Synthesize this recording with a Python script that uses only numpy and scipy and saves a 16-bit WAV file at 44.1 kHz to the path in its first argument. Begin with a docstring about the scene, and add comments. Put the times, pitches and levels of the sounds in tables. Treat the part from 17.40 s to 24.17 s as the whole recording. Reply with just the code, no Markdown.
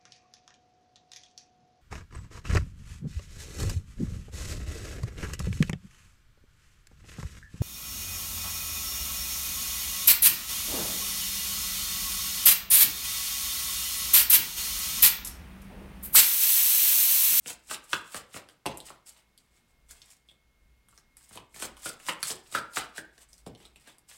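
"""An overhand shuffle of stiff glossy cards, heard at a table in a corner of a small room.
From first to last a soft room tone and a faint wavering hum lie behind, and a small fan, a drifting sine,
whines near the microphone. Packets slide off the deck with a hiss (shaped noise) and land with a tap
(struck resonances), briskly at first; a quieter middle follows, then a second brisk run that ends softly.
Loose cards drop on the table, fingers square the deck; a near wall echoes it all and a short tail follows."""
import sys
import numpy as np
from scipy import signal
from scipy.fft import rfft, irfft, next_fast_len
from scipy.io import wavfile
from scipy.ndimage import map_coordinates

SR = 44100
rng = np.random.default_rng(int(sys.argv[2]) if len(sys.argv) > 2 else 0)


def wrap_up_sound(samples):
    """Save the sound to the file named by the first command line argument, as 16-bit audio."""
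    columns = np.atleast_2d(samples).T
    # keep every value between -1 and 1, then stretch to whole-number steps
    tamed = np.clip(columns, -1, 1)
    steps = np.round(tamed * 32767).astype(np.int16)
    wavfile.write(sys.argv[1], SR, steps)


N = 298557  # length in samples

# Room tone, relative spectrum. Each row: frequency in Hz, density in dB per Hz.
AIR_SPECTRUM = [(60, -24), (110, 5), (200, 1.5), (350, -4), (600, -7.5), (1700, -9.5), (3500, -13),
                (6000, -17.5), (8500, -20), (12000, -21), (16000, -24.5)]
AIR_DB = -72
# Low hum and rumble, relative spectrum. Each row: frequency in Hz, density in dB per Hz.
LOW_SPECTRUM = [(12, -39.0), (22, -1.5), (40, -12.0), (59, 6.5), (75, -16), (130, -18.0), (300, -48.5)]
# Swells of the low hum and rumble. Each row: time in seconds, level in dB.
RUMBLE_SWELLS = [(0.0, -73), (0.47, -69.5), (1.15, -78), (1.43, -64), (1.64, -77), (2.26, -69.5),
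                 (2.51, -63), (2.88, -78.5), (3.26, -62), (4.02, -72.5), (4.39, -62), (4.64, -70.5),
                 (5.66, -72.5), (6.07, -63), (6.77, -73.5)]
# Drift of the fan's whine, before its random waver. Each row: time in seconds, pitch in Hz, level in dB.
FAN_DRIFT = [(0, 2150, -79), (1.2, 2148, -84), (1.5, 2160, -80), (1.9, 2170, -77), (2.5, 2141, -77.5),
             (3.0, 2161, -77), (3.4, 2152, -76.5), (3.9, 2150, -75), (4.9, 2150, -81.5), (5.6, 2164, -78),
             (6.0, 2183, -80), (6.77, 2141, -78)]

# Early echoes off the near surfaces. Each row: delay in ms, level in dB, spread in ms.
EARLY_ECHOES = [(4.377, -7, 0.27), (8.94, -6.5, 1.27), (14.288, -16, 2), (21.6, -16.5, 1.4),
                (28.222, -19, 2.8)]
# Decay of the room's tail. Each row: frequency in Hz, time to fall 60 dB in seconds.
TAIL_DECAY = [(150, 0.37), (1200, 0.42588), (4000, 0.33), (10000, 0.3)]
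# Colour of the tail. Each row: frequency in Hz, gain in dB.
TAIL_COLOUR = [(150, 2), (1500, -5), (5000, -10.0), (12000, -29)]

# Strokes of card faces rubbing. Each row: time of full strength in seconds, hold in ms, hiss level in dB,
# lower rub level in dB, hiss rise in ms per 30 dB, hiss fall in ms per 30 dB.
STROKES = [(0.084, 22, -38, -48, 60, 45), (0.313, 28, -40.5, -43.5, 62, 50), (0.435, 9.7, -64, -74, 30, 35),
           (0.528, 12, -42, -48.5, 70, 75), (0.655, 10, -66, -68, 40, 60), (0.748, 20, -44.5, -47, 90, 70),
           (0.949, 20, -47.5, -48.5, 55, 55), (1.092, 15, -67, -67, 20, 60), (1.261, 10, -52, -44, 8, 94),
           (1.372, 50, -67, -73, 50, 100), (1.455, 26, -52, -55.5, 30, 100), (1.664, 22, -52, -61, 10, 80),
           (1.762, 40, -70.5, -71, 100, 47), (1.981, 9.5, -69, -79.5, 15, 160),
           (2.159, 18, -70, -76, 100, 70), (2.288, 20, -78.5, -83, 50, 50),
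           (2.506, 13, -51.5, -59.5, 40, 48), (2.562, 91, -69.5, -71, 100, 100),
           (2.703, 20, -58, -67, 88, 70), (2.893, 20, -73, -75, 50, 70), (3.492, 55, -75, -82, 20, 100),
           (3.576, 10, -67, -74, 80, 50), (3.771, 17, -66, -71.5, 14, 80), (3.814, 76, -64.5, -76, 51, 100),
           (3.946, 24, -53, -54, 81, 55), (4.147, 25, -61, -59, 16, 100),
           (4.224, 25, -41.5, -45.5, 92, 45.5), (4.371, 15, -65, -68, 15, 99), (4.46, 20, -40, -45, 79, 63),
           (4.6, 14.9, -63.5, -68, 25, 79), (4.684, 24, -42.5, -45.5, 75, 50),
           (4.8, 20, -60, -62, 25.5, 100), (4.829, 12, -44.5, -51.5, 4, 60),
           (4.878, 32, -36.5, -46, 60, 59), (5.06, 23, -66, -71, 29, 60), (5.116, 18, -50, -61, 15.5, 100),
           (5.153, 20, -40.5, -41.5, 49.5, 43), (5.34, 20, -48, -68, 30, 98),
           (5.372, 18, -42, -39.5, 55, 74.5), (5.564, 18, -46.5, -49.5, 33, 39),
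           (5.74, 15, -70, -73, 30, 42), (5.778, 9.3, -65, -66, 15, 30), (5.808, 28, -57.5, -64, 15, 18),
           (5.893, 10, -67, -76, 25, 30), (5.929, 15, -62, -75, 18, 60), (5.985, 9, -65, -73, 18, 40),
           (6.063, 6.7, -58, -54.5, 4, 37), (6.175, 9.1, -70, -72, 13, 30), (6.205, 19, -66, -62.5, 20, 70),
           (6.247, 15, -68, -71, 15, 90), (6.362, 12, -72.5, -72, 15, 60), (6.4, 36, -72, -74, 20, 81),
           (6.473, 35, -60.5, -59.5, 30, 61), (6.691, 60, -56, -60.5, 19, 60)]
# Relative spectra of the hiss and of the lower rub. Each row: frequency in Hz, density in dB per Hz.
HISS_SPECTRUM = [(1760, -43.5), (3000, -19.5), (5140, -3), (5800, -6.5), (8000, 3), (12100, -9),
                 (15000, -13), (16000, -12)]
RUB_SPECTRUM = [(250, -27.5), (700, -5.5), (1500, -7), (2300, -2.5), (3600, -3), (6000, -11), (9000, -28)]
RUB_STEEPER, RUB_LINGERS = 1.2123, 1.17  # the rub rises steeper and falls slower than the hiss, factors
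SKIRT_DB, SKIRT_DB_PER_MS = -26, 0.1  # a faint rustle trails every stroke, and how fast it fades

# Contacts of card edges, part levels being peaks. Each row: time in seconds, snap level in dB, snap pitch
# in Hz, snap width as a share of its pitch, knock level in dB, knock pitch in Hz, knock width as a share
# of its pitch, thud level in dB, thud pitch in Hz, thump level in dB, tick level in dB, contact decay in ms.
CONTACTS = [(0.0595, -29.5, 2730, .71, -36, 1450, 0.36, -44, 503, -50.5, -41.5, 1.5),
            (0.0799, -25.5, 5882, .99, -51, 918, .55, -54, 523, -72.5, -31.5, 1.5),
            (0.1039, -32.5, 2850, 0.6287, -37.5, 1490, 0.52, -44, 610.7, -62, -28.5, 2.8),
            (0.2985, -34.5, 2680, .51, -38, 1648, .41, -52, 690, -57, -38.5, 1.5),
            (0.3116, -26.5, 2444, 0.47, -25, 1256, 0.52, -37, 503.3, -59.5, -30.5, 2.3),
            (0.3446, -22, 3270, 0.765, -41.5, 1570, 0.44, -51.5, 418.4, -62, -30, 1.6),
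            (0.5317, -12, 2980, 0.51, -12.5, 1390, 0.62, -36, 404, -46, -28, 1.8),
            (0.7452, -40.5, 4160, 0.2286, -25.5, 1290, 0.83, -35, 576, -48, -28, 1.5),
            (0.9433, -34, 2400, 0.39, -38, 1340, 0.46, -44.5, 476, -47.5, -38, 1.2),
            (0.9635, -47.5, 3420, 0.637, -35, 1410, 0.54, -35, 607, -68, -37.5, 2.1),
            (1.0883, -41.5, 3420, 0.741, -41.5, 1688, 0.8614, -55, 573, -73, -46, 1.8),
            (1.2573, -39, 3608, 0.48, -26.5, 1200, 0.82, -30.5, 330.5, -38, -38, 3.7),
            (1.262, -22, 3000, 0.81, -23.5, 933, 0.39, -27.5, 524, -69, -26, 2.4),
            (1.3732, -40, 4300, .99, -44.5, 915, .56, -45.5, 665.1, -69, -28.5, 0.748),
            (1.4029, -32.5, 3934, .55, -62, 942, .59, -50, 560, -65, -35, 1.4),
            (1.5039, -57, 2580, 0.648, -35, 1226, 0.7, -44, 338, -60, -53, 0.51),
            (1.9771, -48, 4270, .55, -72, 1883, 0.572, -73, 518, -73.5, -45, 1.579),
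            (2.509, -45.5, 3870, .7, -47.5, 1700, 0.4, -60.5, 498, -73, -44, 1.3),
            (2.618, -36.5, 4040, 0.7366, -63, 1990, .94, -67.5, 337, -71, -71, 4),
            (2.8874, -46, 3390, 0.2145, -79, 1910, 0.607, -67, 725.7, -74, -61.5, 5.665),
            (2.9133, -51, 3400, .19, -61, 1950, 0.587, -62, 586.9, -70, -55, 1.6),
            (3.486, -55, 3680, .93, -53, 1290, .81, -79.5, 474, -68, -46, 1.277),
            (3.5275, -58, 2820, .68, -53.5, 1360, 0.792, -71, 493, -81, -67, 1.6),
            (3.577, -40.5, 5200, 0.894, -52, 1634, .55, -64, 368.6, -74, -65, 1.998),
            (3.769, -49, 5150, 0.658, -55, 1592, 0.762, -76, 582, -70, -40.5, 2.598),
            (3.8103, -59, 5010, .55, -60, 1271, .47, -81, 638, -82.5, -52, 2.4),
            (3.9096, -56, 2900, .27, -48.5, 1160, 0.6447, -60, 400, -54, -54, 2.067),
            (3.957, -45, 4617, .55, -49, 1157, 0.37, -45.5, 380, -50, -36, 1.112),
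            (3.9741, -33.5, 2927, 0.48, -36, 940, 0.4768, -48, 366.4, -58, -43, 2.372),
            (4.1433, -51, 2349, .55, -46, 2120, 0.29, -57, 471, -61, -46, 1.7),
            (4.162, -40.5, 3480, 0.48, -39.5, 1661, .68, -50, 340, -59, -47, 1.7),
            (4.2006, -37.5, 3130, .55, -42, 1620, 0.612, -48.5, 384.2, -71, -34, 1.5),
            (4.2237, -28, 2620, 0.5, -26.5, 1325, 0.59, -32.5, 566.1, -52.5, -24.5, 3.842),
            (4.2514, -38.5, 2703, .6, -30, 1350, 0.8, -38.5, 585, -54.5, -34, 1.3),
            (4.3688, -43.5, 2700, 0.7346, -46.5, 994.8, 0.5557, -73.5, 689, -76.5, -44, 1.5),
            (4.4582, -32.5, 4800, .45, -28.5, 1350, 0.4607, -36, 497, -46.5, -31, 3.864),
            (4.4944, -28, 4000, 0.617, -36.5, 1350, 0.65, -43, 507.2, -63, -38, 1.7),
            (4.6003, -46.5, 2418, 0.4466, -48.5, 1858, 0.5664, -57, 710, -84, -46, 2.1),
            (4.666, -33, 3770, .72, -43.5, 1530, 0.59, -60, 705, -57, -33, 2),
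            (4.6858, -32, 3080, .64, -17, 1346, .99, -35.5, 714, -47, -34, 3.312),
            (4.6915, -20.5, 2659, 0.625, -28.5, 1445, .26, -32, 515, -54, -32, 3.9),
            (4.8292, -15, 4300, 1.4, -24.5, 1940, 1, -47.5, 338, -52, -20.5, 1.8),
            (4.854, -27.5, 4180, .55, -52, 1640, .55, -62, 476, -59, -45, 1.6),
            (4.903, -24.5, 3172, .39, -30.5, 1980, .43, -35, 350, -48, -29, 0.8746),
            (4.9071, -21, 4880, .55, -54, 1840, .49, -64, 567, -62.5, -38, 0.84),
            (4.9151, -28, 4645, 0.617, -35.5, 1056, 0.49, -43, 444, -62, -32, 0.963),
            (5.1249, -35, 3040, .75, -41, 1360, 0.65, -45, 332.9, -55, -36, 1.4),
            (5.1496, -21, 2702, 1.1, -16, 1516, 0.36, -29.5, 528.2, -44, -32, 4.3),
            (5.1845, -31, 3138, 0.88, -27, 1480, .99, -38, 524.2, -66, -42, 2.207),
            (5.3346, -42, 4080, 0.5, -51, 1650, .95, -60.5, 552, -73, -41.5, 3.7),
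            (5.371, -24, 2650, 0.73, -15.5, 1310, 0.7527, -32, 465, -46.5, -30, 2.1),
            (5.5806, -29.5, 2700, .99, -27, 1667, 0.41, -38, 350, -51.5, -39.5, 2.5),
            (5.7797, -44, 5150, 0.6435, -53, 1650, 0.2083, -61, 409.4, -86.5, -54.5, 1.76),
            (5.9308, -41, 5668, .59, -76, 1630, .46, -67, 525.6, -75, -51, 2.397),
            (5.9803, -46.5, 5377, 0.547, -67, 1751, 0.659, -82, 710, -86, -48.5, 3.1),
            (6.0652, -41.5, 3211, .99, -53, 1040, .47, -37.5, 425, -38.5, -43, 1.6),
            (6.1502, -43, 3470, 0.5047, -70, 996, .55, -55, 364, -72, -50, 1.1),
            (6.2015, -52, 3200, .67, -54, 1624, .65, -55.5, 371.2, -62, -53, 2.7),
            (6.2533, -40, 3786, 0.29, -59, 1261, .35, -55.5, 355, -67, -48, 1.228),
            (6.3595, -45, 2603, 0.4952, -77, 1839, 0.599, -60, 347.3, -63, -49, 2.076),
            (6.4745, -50.5, 3020, .55, -45, 1395, 0.65, -50, 619, -67.5, -44, 2.975),
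            (6.5837, -56, 4977, 0.356, -66, 1013, 0.51, -65, 657, -77, -45, 3.367)]
# Resonances, passed through twice: table top and palm, the deck either side of the packet's own note,
# thin card edge. Each row: pitch in Hz, width of one pass in Hz, level of one pass in dB.
TABLE_MODES = [(58.17, 14.926, -2.5), (122, 81, -0.5), (227.32, 114, -2)]
DECK_MODES = [(278, 121, -4), (763, 550, -6)]
EDGE_MODES = [(8432.4, 2900, 0), (13800, 5000, -9.5)]

TOP_HZ = 15900  # upper band limit of the microphone chain


def amp(db):
    """Decibels to amplitude."""
    return 10 ** (np.asarray(db) / 20)


def unit(x):
    """x scaled to rms 1."""
    return x / np.sqrt(np.mean(x ** 2) + 1e-20)


def along(points, hz):
    """Value at hz of (Hz, value) points joined on a log axis."""
    f, v = np.transpose(points)
    return np.interp(np.log(hz + 1), np.log(f + 1), v)


def curves(rows):
    """One value per sample for each column after the time."""
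    s, *cols = np.transpose(rows)
    return [np.interp(np.arange(N) / SR, s, c) for c in cols]


def wobble(rate):
    """A smooth random curve, rate knots a second."""
    knots = rng.standard_normal(int(N * rate / SR) + 4)
    return map_coordinates(knots, [np.arange(N) * rate / SR])


def filtered(x, response):
    """x passed through a complex response of frequency."""
    m = next_fast_len(x.shape[-1] + 4096)
    spectrum = rfft(x, m) * response(np.fft.rfftfreq(m, 1 / SR))
    return irfft(spectrum, m)[..., :x.shape[-1]]


def modes(table):
    """Causal response of damped resonances, signs alternating."""
    def response(f):
        total = 0
        for k, (centre, width, db) in enumerate(table):
            resonance = 1j * f * width / (centre * centre - f * f + 1j * f * width)
            total = total + (-1) ** k * amp(db) * resonance
        return total
    return response


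def noise(spectrum, grit_db=0.):
    """Coloured noise of rms 1; grit makes it catch and slip."""
    grit = amp(grit_db * (wobble(500) + .6 * wobble(90)))
    rough = rng.standard_normal(N) * grit
    return unit(filtered(rough, lambda hz: amp(along(spectrum, hz))))


def room_tone():
    """The air of the room: coloured noise whose level wanders slowly."""
    return amp(AIR_DB + 0.68 * wobble(2.9)) * noise(AIR_SPECTRUM)


def hum_and_rumble():
    """Low noise peaking near 22 and 59 Hz, which swells and sinks."""
    swell_db, = curves(RUMBLE_SWELLS)
    return amp(swell_db) * noise(LOW_SPECTRUM)


def fan_whine():
    """The small fan near the microphone: a thin sine wavering in pitch and level."""
    whine_hz, whine_db = curves(FAN_DRIFT)
    whine = np.sin(2 * np.pi * np.cumsum(whine_hz + 3 * wobble(6)) / SR)
    return amp(whine_db + 1.9 * wobble(16)) * whine


def room_answer(ms):
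    """One impulse response: scattered early echoes and a tail in which treble dies first."""
    hz, t, z = signal.stft(rng.standard_normal(len(ms)), SR, nperseg=256)
    decay = amp(-60 * t / along(TAIL_DECAY, hz)[:, None])
    tail = signal.istft(z * decay, SR, nperseg=256)[1][:len(ms)]
    tail = filtered(tail / np.linalg.norm(tail), lambda hz: amp(along(TAIL_COLOUR, hz)))
    answer = np.roll(tail, 480)  # the tail starts about 11 ms late
    for late, db, spread in EARLY_ECHOES:  # clutter on table and shelf breaks up each echo
        echo = rng.standard_normal(len(ms)) * np.exp(-((ms - late) / spread) ** 2)
        answer += amp(db) * echo / np.linalg.norm(echo)
    return answer


def room(x):
    """Direct sound plus scattered echoes and tail, drawn anew every eighth of a second."""
    wet, hop = np.zeros(N + SR), SR // 8
    ms = np.arange(SR // 2) * 1000 / SR
    for a in range(0, N, hop):
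        piece = signal.fftconvolve(x[a:a + hop], room_answer(ms))
        wet[a:][:len(piece)] += piece
    return x + wet[:N]


def slides():
    """Card faces rub: a bright hiss over a lower, gritty rub; each stroke swells, holds and dies away."""
    hiss, rub = np.zeros(N), np.zeros(N)
    for s, hold_ms, hiss_db, rub_db, rise_ms, fall_ms in STROKES:
        near = slice(max(round(s * SR) - SR // 3, 0), round(s * SR) + SR // 2)
        ms = (np.arange(N)[near] / SR - s) * 1000
        early, late = np.maximum(-ms, 0), np.maximum(ms - hold_ms, 0)
        rise_db, fall_db = -30 * early / rise_ms, -30 * late / fall_ms
        skirt = amp(SKIRT_DB - SKIRT_DB_PER_MS * late)
        hiss[near] += amp(hiss_db + rise_db) * (amp(fall_db) + skirt)
        rub[near] += amp(rub_db + RUB_STEEPER * rise_db) * (amp(fall_db / RUB_LINGERS) + skirt)
    return hiss * noise(HISS_SPECTRUM, grit_db=4.0) + rub * noise(RUB_SPECTRUM, grit_db=3.5)


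def taps():
    """Each contact rings table and deck: thump, thud, hollow knock between packets, snap and tick."""
    out, t = np.zeros(N + SR), np.arange(2048) / SR
    ragged = rng.standard_normal((len(CONTACTS), len(t)))
    blow = 1. * (t == 0)  # a single impulse
    for row, jag in zip(CONTACTS, ragged):
        (s, snap_db, snap_hz, snap_width, knock_db, knock_hz, knock_width,
         thud_db, thud_hz, thump_db, tick_db, contact_ms) = row
        scrape = jag * np.exp(-1000 * t / contact_ms)  # edges arrive one after another
        scrape = scrape / np.linalg.norm(scrape)
        soft = blow + 1.3 * scrape  # the knock is driven with less scrape than snap and tick
        edge = blow + 1.82 * scrape
        thud = [DECK_MODES[0], (thud_hz, 0.37 * thud_hz, 0), DECK_MODES[1]]
        knock = [(knock_hz, knock_width * knock_hz, 0)]
        snap = [(snap_hz, snap_width * snap_hz, 0)]
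        parts = [(blow, TABLE_MODES, thump_db), (blow, thud, thud_db), (soft, knock, knock_db),
                 (edge, snap, snap_db), (edge, EDGE_MODES, tick_db)]
        for push, table, db in parts:
            ring = filtered(filtered(push, modes(table)), modes(table))  # twice: steep flanks
            out[round(s * SR):][:len(t)] += amp(db) * ring / np.abs(ring).max()
    return out[:N]


def scene():
    """The shuffle heard in its room, over the background, as one channel."""
    background = room_tone() + hum_and_rumble() + fan_whine()
    shuffle = taps() + slides()
    return (room(shuffle) + background)[None]


def record(dry):
    """The microphone chain keeps nothing above its band limit."""
    return filtered(dry, lambda hz: hz < TOP_HZ)


dry = scene()
out = record(dry)
wrap_up_sound(out)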